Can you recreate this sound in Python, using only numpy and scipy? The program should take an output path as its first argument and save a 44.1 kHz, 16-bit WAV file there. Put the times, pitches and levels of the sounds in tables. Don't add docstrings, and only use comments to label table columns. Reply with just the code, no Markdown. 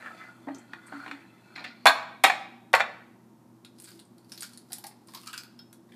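import sys
import numpy as np
from scipy import signal
from scipy.fft import rfft, irfft
from scipy.io import wavfile
from scipy.ndimage import uniform_filter1d, minimum_filter1d

SR = 44100
rng = np.random.default_rng(int(sys.argv[2]) if len(sys.argv) > 2 else 0)


def level_to_linear(level):
    exponent = np.asarray(level, float) / 20
    return 10 ** exponent


def wrap_up_sound(samples):
    columns = np.atleast_2d(samples).T
    tamed = np.clip(columns, -1, 1)
    steps = np.round(tamed * 32767).astype(np.int16)
    wavfile.write(sys.argv[1], SR, steps)


N = 262395

# mode_hz, level_db, t60_s
THUD_MODES = [(500, -11, 0.01), (556, -14.5, .03), (764, -2.5, 0.035), (790, 1.26, 0.12), (925, 1.2, 0.09),
              (986.4, -4.5, 0.02972), (1100, -1, 0.02922), (1260.3, -12, 0.041), (1412, -8, 0.12),
              (1300, 4, 0.011), (1536, 5, 0.019), (1664, -9, .03), (1735, 3.65, .03), (1846, 7, 0.014),
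              (2030, -7, .03), (2131, -4, 0.026), (2262, 2, 0.057), (2450, 0.3, 0.024), (2560, -3.5, 0.066)]
# mode_hz, level_db, t60_s
GLASS_MODES = [(2840, -3.5, 0.03), (3180, -2, 0.014), (3440, -2.5, 0.034), (3776, -4, 0.085),
               (3950, -5.5, .02), (4242, -0.4, 0.055), (4563, -5, 0.02), (5436, -6, 0.011),
               (5300, -15, 0.007), (6170, -14, 0.018), (5690, -15, 0.038), (6740, -7.5, 0.0336),
               (7587, -6.5, 0.043), (9250, -15.5, 0.023)]
# mode_hz, level_db, t60_s
SLAB_MODES = [(282, -1.5, 0.19), (346, -10, 0.089)]
# freq_hz, level_db
CRUNCH_SPECTRUM = [(530, -49), (900, -30), (1410, -6), (2890, -11.5), (4800, -0.5), (6180, -10.5),
                   (9530, -4.5), (13800, -11.5), (15400, -12), (16000, -49.5)]
LONGEST_THUD_S = 0.021


def rms_one(x):
    return x / np.sqrt(np.mean(x ** 2) + 1e-20)


def in_time(rows):
    s, value = np.transpose(rows)
    return np.interp(np.arange(N) / SR, s, value)


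def at_hz(points, hz):
    table_hz, value = np.transpose(points)
    return np.interp(np.log(hz + 1), np.log(table_hz), value)


def coloured(x, spectrum):
    gain = level_to_linear(at_hz(spectrum, np.fft.rfftfreq(4096, 1 / SR)))
    cepstrum = irfft(np.log(gain))
    cepstrum[1:2048] *= 2
    cepstrum[2049:] = 0
    response = irfft(np.exp(rfft(cepstrum)))
    return signal.fftconvolve(x, rms_one(response) / 64)[:len(x)]


def radiated(x, low_hz):
    return signal.sosfilt(signal.butter(3, low_hz, "high", fs=SR, output="sos"), x)


def ring(clicks, hz, t60):
    r = level_to_linear(-60 / (t60 * SR))
    w = 2 * np.pi * hz / SR
    return signal.lfilter([0, np.sin(w)], [1, -2 * r * np.cos(w), r * r], clicks + 1e-18)


def grains(per_s, spread_db, size):
    unevenness = np.minimum(rng.exponential(1, size), 4)
    sizes = level_to_linear(spread_db * unevenness) * rng.choice([-1, 1], size)
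    return sizes * (rng.random(size) < per_s / SR)


def chatter(times, levels_db, lengths_ms, per_s):
    out = np.zeros(N + 4000)
    age_ms = np.arange(4000) / SR * 1000
    for s, level_db, length in zip(times, levels_db, lengths_ms):
        burst = grains(per_s, 3.65, size=4000) * np.exp(-age_ms / max(length, 0.3))
        burst[0] = 1.3
        at = round(s * SR)
        out[at:at + 4000] += level_to_linear(level_db) * burst / np.linalg.norm(burst)
    return out[:N]


def strike(modes, times, levels_db, lengths_ms, tilt_db=0, longest_s=1):
    out = np.zeros(N)
    clicks = chatter(times, levels_db, lengths_ms, 1100)
    starts = np.round(np.array(times) * SR)
    latest = np.maximum(np.searchsorted(starts, np.arange(N), "right") - 1, 0)
    for hz, level_db, t60 in modes:
        luck_db = 1.5 * rng.standard_normal(len(times)) + tilt_db * np.log2(hz / 1300)
        strength = level_to_linear(level_db + luck_db) * rng.choice([-1, 1], len(times))
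        out += ring(clicks * strength[latest], hz, min(t60, longest_s))
    return out


def drift(per_s):
    points = rng.standard_normal(400)
    return np.interp(np.arange(N) / SR * per_s, np.arange(len(points)), points)


def room_tone():
    # freq_hz, density_db
    air = [(35, -57.5), (70, -39.5), (100, -16.5), (150, -17.5), (240, -3), (285, -11.5), (370, -11),
           (430, -20), (946, -21), (1500, -30), (2650, -38.5), (6000, -39.5), (13900, -41.5), (16000, -49)]
    # line_hz, width_hz, level_db
    compressor = [(115, 8.0, -76), (238.6, 3.2, -63), (333.2, 11, -64), (189, 18, -65), (930, 12, -77.5)]
    mains_hz, mains_db = 121.2, -65.5
    out = level_to_linear(-59.5) * rms_one(coloured(rng.standard_normal(N), air))
    out += level_to_linear(mains_db) * rms_one(np.sin(2 * np.pi * mains_hz * np.arange(N) / SR))
    for hz, width_hz, level_db in compressor:
        t60 = np.log(1000) / np.pi / width_hz
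        out += level_to_linear(level_db) * rms_one(ring(rng.standard_normal(N), hz, t60))
    return out


def slide():
    # start_s, level_db
    effort = [
        (0.0, -45.5),
        (0.22, -45.5),
        (0.33, -54.5),
        (0.8, -58),
        (0.95, -43.5),
        (1.07, -45.5),
        (1.3, -61.5),
        (1.67, -53),
        (1.85, -55.5),
    ]
    # mode_hz, level_db, t60_s
    low_modes = [(636, -8.5, 0.022), (765, -2.5, 0.01), (850, -13, 0.09), (1110, -4.5, 0.0076),
                 (1324, -3.5, .035), (1450, -1.5, 0.041), (1757, 1.5, 0.01), (2031, -7, 0.059),
                 (2340, -2.5, 0.017), (2610, -17.5, 0.073)]
    # mode_hz, level_db, t60_s
    high_modes = [(3200, 0.5, 0.013), (3486, -3.5, 0.046), (4000, -6, 0.051), (4260, -2, .05),
                  (4468, 1, 0.013), (4700, 0.5, 0.0048)]
    low_db = in_time(effort)
    high_db = -67.5 + 0.55 * (low_db + 50)
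    hiss_db = -70.5 + 0.7 * (low_db + 50)
    low, high = np.zeros(N), np.zeros(N)
    for hz, level_db, t60 in low_modes:
        low += ring(level_to_linear(level_db + 6.3 * drift(14)) * grains(1100, 6.4, size=N), hz, t60)
    for hz, level_db, t60 in high_modes:
        high += ring(level_to_linear(level_db + 5.4 * drift(11)) * grains(970, 4.7, size=N), hz, t60)
    hiss = ring(radiated(grains(5000, 2.5, size=N), low_hz=5550), 7400, 0.0005)
    body = level_to_linear(low_db - 3.5) * rms_one(low) + level_to_linear(high_db + 1.0) * rms_one(high)
    t = np.arange(N) / SR
    hiss_gate = np.clip((1.75 - t) / 0.15, 0, 1)
    moving = t < effort[-1][0]
    return moving * (radiated(body, low_hz=450) + level_to_linear(hiss_db - 2.5) * rms_one(hiss) * hiss_gate)


def kitchen(x, gap_ms, build_ms, near_db, near_ms):
    # freq_hz, t60_s
    decay = [(200, 0.91), (600, 0.64), (1500, 0.6), (4000, 0.61), (9000, 0.31), (15000, 0.3)]
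    shift_s = 0.2
    hop = round(shift_s * SR)
    age = np.arange(round(0.9 * SR)) / SR
    edges = 90 * 2 ** np.arange(0, 8, 0.5)
    tails = 0
    for low, high in zip(edges, edges[1:]):
        band_filter = signal.butter(2, [low, high], "band", fs=SR, output="sos")
        band = signal.sosfilt(band_filter, rng.standard_normal((5, len(age))))
        tails = tails + band * level_to_linear(-60 * age / at_hz(decay, np.sqrt(low * high)))
    age_ms = age * 1000
    tails *= np.clip((age_ms - gap_ms) / build_ms, 0, 1)
    tails *= 1 + level_to_linear(near_db) * np.exp(-(age_ms / near_ms) ** 2)
    place, out = np.arange(N) / hop, 0
    for k, tail in enumerate(tails):
        distance = np.abs((place - k + 2.5) % 5 - 2.5)
        share = np.cos(np.pi / 2 * np.clip(distance, 0, 1))
        out = out + signal.oaconvolve(x * share, tail / np.linalg.norm(tail))[:N]
    return out


def nudges():
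    # start_s, thud_db, hardness_db_per_octave, chatter_ms
    knocks = [(0.47, -32, -16.5, 11), (0.484, -28, -10.5, 19), (0.547, -43, -19, 22),
              (0.734, -28.5, -1, 5.1), (0.921, -28, -7.5, 13), (1.062, -29.5, -2.5, 3.9),
              (1.078, -27.5, -4, 10.5), (1.112, -25, 0.5, 7.6), (1.56, -30.5, 4, 21),
              (1.577, -30, -1.2, 9.0), (1.605, -32.5, -1.5, 25), (1.641, -29, 6, 27)]
    s, thud_db, tilt_db, length = np.transpose(knocks)
    glass_db = thud_db - 13.5 + 1.2 * tilt_db + 0.03 * length
    boom_db = thud_db - 16 - 1.1 * tilt_db
    thud = strike(THUD_MODES, s, thud_db - 12.5, length, tilt_db, LONGEST_THUD_S)
    glass = strike(GLASS_MODES, s, glass_db + 7, length, -7.0, LONGEST_THUD_S)
    tick = coloured(chatter(s, glass_db + 0.5, 0.3 * length, 7700), CRUNCH_SPECTRUM)
    boom = radiated(strike(SLAB_MODES, s, boom_db, length), low_hz=208)
    return radiated(thud + glass, low_hz=400) + tick + boom


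def squeaks():
    # start_s, peak_db, pitch_hz
    slips = [
        (0.5464, -24.5, 6250),
        (0.5825, -31, 7450),
        (0.8658, -29, 8610),
    ]
    return sum(ring(chatter([s], [db - 5.5], [12.0], 2700), hz, 0.0025) for s, db, hz in slips)


def grinds():
    # start_s, level_db, length_ms
    stops = [
        (1.555, -41, 8.7),
        (1.591, -41, 22),
        (1.642, -38.5, 61),
    ]
    # mode_hz, level_db, t60_s
    held_modes = [(2700, -4.5, 0.021), (4173, 1.5, 0.021), (4660, 1.5, .008), (5128, -5.5, 0.013)]
    s, level_db, length = np.transpose(stops)
    top_cut = signal.butter(6, 5400, fs=SR, output="sos")
    slips = signal.sosfilt(top_cut, chatter(s, level_db + 1.5, length, 5000))
    return radiated(sum(level_to_linear(db) * ring(slips, hz, t60) for hz, db, t60 in held_modes), low_hz=2200)


def blows():
    # start_s, thud_db, rim_db, chatter_ms
    contacts = [(1.856, -3.5, -17, 4.5), (1.861, 4.5, -17.5, 2.9), (1.868, -1, -11.5, 3.8),
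                (1.877, -8.5, -20.5, 11), (1.896, -10, -30.5, 5), (2.237, -3.5, -14, 9.8),
                (2.24, 4, -12, 5.3), (2.25, -10.5, -23, 3.2), (2.731, -14.5, -26.5, 5.8),
                (2.739, 0.1, -28, 3.5), (2.75, -8, -22, 6.0)]
    # start_s, thud_db, chatter_ms
    bounces = [
        (2.298, -7, 4.3),
        (2.798, -16, 5),
        (2.804, -7.5, 4.65),
    ]
    blow_tilt_db, bounce_tilt_db = -3.5, -3
    rows = [(s, db, rim_db, rim_db - 8, ms, blow_tilt_db) for s, db, rim_db, ms in contacts]
    rows += [(s, db, db - 18.5, db - 42, ms, bounce_tilt_db) for s, db, ms in bounces]
    s, thud_db, glass_db, crunch_db, length, tilt_db = np.transpose(sorted(rows))
    thud = strike(THUD_MODES, s, thud_db - 13.5, length, tilt_db, LONGEST_THUD_S)
    glass = strike(GLASS_MODES, s, glass_db - 7, length)
    crunch = coloured(chatter(s, crunch_db + 22.5, 0.6 * length + 0.99, 15000), CRUNCH_SPECTRUM)
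    band = signal.butter(2, [610, 2600], "band", fs=SR, output="sos")
    thud += signal.sosfilt(band, chatter(s, thud_db + 13.5, length + 2.2, 6000))
    boom_db = thud_db - 25.5 - 7.3 * (tilt_db - blow_tilt_db)
    boom = strike(SLAB_MODES, s, boom_db, length, 0, LONGEST_THUD_S)
    body = radiated(radiated(thud, low_hz=435), low_hz=500)
    return body + radiated(glass, low_hz=2370) + crunch + boom


def walls():
    # start_s, level_db, tilt_db_per_octave, free_s
    free_rings = [
        (1.866, -25, 10, 0.025),
        (2.238, -22, -1.5, 0.0078),
        (2.297, -27.5, -22, 0.024),
        (2.737, -19.5, -26, 0.0066),
        (2.802, -23.5, -24, 0.029),
    ]
    mode_hz = (2384, 3500, 4010, 4310)
    mode_t60_s = (.1, .2, .25, .4)
    mode_damped_db = (-15, -19, -15.5, -17)
    mode_db = (3.3, 6.5, -4.5, -0.5)
    out = np.zeros(N + SR)
    age = np.arange(SR // 2) / SR
    for s, blow_db, tilt_db, free_s in free_rings:
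        at = round(s * SR)
        landed = np.clip((age - free_s) / 0.0013, 0, 1)
        swell = np.minimum(age / 0.0044, 1)
        for hz, t60, damped_db, strength_db in zip(mode_hz, mode_t60_s, mode_damped_db, mode_db):
            level_db = strength_db + blow_db + tilt_db * np.log2(hz / mode_hz[0])
            envelope = level_to_linear(level_db - 60 * age / t60 + damped_db * landed) * swell
            out[at:at + len(age)] += envelope * np.sin(2 * np.pi * (hz * age + rng.random()))
    return out[:N]


def flakes():
    # start_s, peak_db, crack_over_peak_db
    snaps = [(3.6483, -37, -4.5), (3.7861, -50.5, 4.5), (3.8536, -43, -3), (3.8734, -39.5, -25),
             (3.8888, -44.5, 4), (3.917, -40, -10), (3.973, -55, 3), (3.9927, -37.5, -7), (4.1807, -49, -3),
             (4.2457, -55, -1), (4.3193, -27.5, -5.5), (4.377, -35.5, 2), (4.4225, -25.5, -2),
             (4.431, -41.5, 15), (4.4404, -39, -19), (4.5332, -42, -1), (4.7048, -46, -12),
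             (4.9115, -52.5, -4), (5.085, -36.5, -13), (5.137, -46, 8), (5.1481, -39, 10.5),
             (5.1732, -33.5, -20), (5.233, -41.5, -3), (5.2606, -45, 6), (5.33, -31.5, -0.5),
             (5.34, -29.5, -5), (5.378, -34.5, 9), (5.435, -43.5, 4.5), (5.5907, -49, 2),
             (5.9038, -71, -14.5)]
    # start_s, peak_db, crack_over_peak_db
    chips = [(3.8004, -28.5, -29), (3.821, -31.5, -32), (3.842, -29.5, -33), (3.9984, -37.5, -20),
             (4.0515, -49, -13.5), (4.2956, -44, -4), (4.4069, -22, -16), (4.5748, -34, -4),
             (4.7206, -27, -5.5), (4.7309, -23.5, -0.5), (4.7833, -26, -16), (4.8401, -30, -3),
             (4.8669, -31.5, -0.5), (5.073, -39.5, -13), (5.2718, -33, 4.5), (5.7287, -37, -3.5)]
    flake_hz, chip_hz = 4430, 9300
    out, cracks = np.zeros(N), np.zeros(N)
    for s, peak_db, top_db, usual_hz in [(*row, flake_hz) for row in snaps] + [(*row, chip_hz) for row in chips]:
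        part = slice(round(s * SR), round(s * SR) + 6000)
        hz = usual_hz * (1 + 0.09 * rng.standard_normal())
        crack = chatter([s], [peak_db + top_db + 11], [4.0], 2200)[part]
        echo = np.zeros(rng.integers(3, 12))
        echo[[0, -1]] = 1, -0.7
        cracks[part] += signal.lfilter(echo, [1], crack)
        out[part] += ring(chatter([s], [peak_db + 1], [4.5], 2700)[part], hz, 18.6 / hz)
    return coloured(cracks, CRUNCH_SPECTRUM) + out


def hollow_pops():
    # start_s, level_db
    pops = [(3.6485, -52), (3.8744, -51), (3.9928, -65), (4.321, -57), (4.422, -44), (4.431, -42),
            (4.7044, -50), (4.7202, -51), (4.7822, -53.5), (4.8391, -39), (4.9106, -50.5), (5.086, -52.5),
            (5.1374, -47), (5.1501, -44.5), (5.174, -49), (5.2344, -53), (5.2626, -51), (5.2691, -39.5),
            (5.295, -44), (5.3315, -34.5), (5.3386, -38.5), (5.378, -39.5), (5.434, -52), (5.5907, -56),
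            (5.89, -59), (5.9194, -48.5)]
    # start_s, pitch_hz
    hollow = [
        (4.45, 1421),
        (4.7, 765),
        (4.87, 850),
        (5.15, 1030),
        (5.33, 1450),
        (5.6, 1500),
        (5.92, 1900),
    ]
    out, hollow_hz = np.zeros(N), in_time(hollow)
    for s, level_db in pops:
        part = slice(round(s * SR), round(s * SR) + 6000)
        hz = hollow_hz[round(s * SR)]
        cycles = 17.2 if s > 4.6 else 11
        wet_pops = chatter([s], [level_db + 10.5], [13.0], 1500)[part]
        note = ring(wet_pops, hz, cycles / hz)
        note += level_to_linear(-9.5) * ring(wet_pops, rng.uniform(1.62, 2.24) * hz, 0.0092)
        out[part] += radiated(note, low_hz=0.97 * hz)
    return out


def tearing():
    # start_s, hold_s, level_db
    pulls = [
        (3.84, .05, -37.5),
        (4.331, 0.16, -39),
        (4.722, .05, -42),
        (5.117, 0.26, -40),
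        (5.928, 0.057, -50),
    ]
    t, pull = np.arange(N) / SR, 0
    for s, hold, level_db in pulls:
        rise_db = 230 * np.maximum(s - t, 0)
        fall_db = 143 * np.maximum(t - s - hold, 0)
        pull = pull + level_to_linear(level_db - rise_db - fall_db)
    return level_to_linear(-21.0) * pull * rms_one(coloured(grains(700, 3.7, size=N), CRUNCH_SPECTRUM))


def plop():
    # mode_hz, level_db, t60_s
    landing_modes = [(3295, -2, .08), (3763, -8, .06), (4274, -3, 0.07), (4730, -8, 0.04), (5254, 6, 0.09)]
    return radiated(strike(landing_modes, [5.591], [-49.5], [0.5]), low_hz=2800)


def scene():
    dish = slide() + nudges() + squeaks() + grinds() + blows()
    ringing = walls()
    egg = radiated(flakes() + hollow_pops() + tearing() + plop(), low_hz=537)
    send = level_to_linear(-8.5) * dish + level_to_linear(-17) * ringing + level_to_linear(-5.0) * egg
    wet = kitchen(send, gap_ms=2.7, build_ms=1.7, near_db=6.5, near_ms=37.0)
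    return np.tile(dish + ringing + egg + wet + room_tone(), (2, 1))


def roll_off(x):
    return signal.sosfilt(signal.butter(12, 16510, fs=SR, output="sos"), x)


def record(dry):
    peak = -minimum_filter1d(-np.abs(dry), size=177)
    limited = dry * uniform_filter1d(np.minimum(1, 0.92 / peak), size=89)
    thin = signal.sosfilt(signal.butter(3, 95, "high", fs=SR, output="sos"), limited)
    top_cut = signal.cheby2(10, 60, 16300, fs=SR, output="sos")
    return roll_off(signal.sosfilt(top_cut, thin))


dry = scene()
out = record(dry)
wrap_up_sound(out)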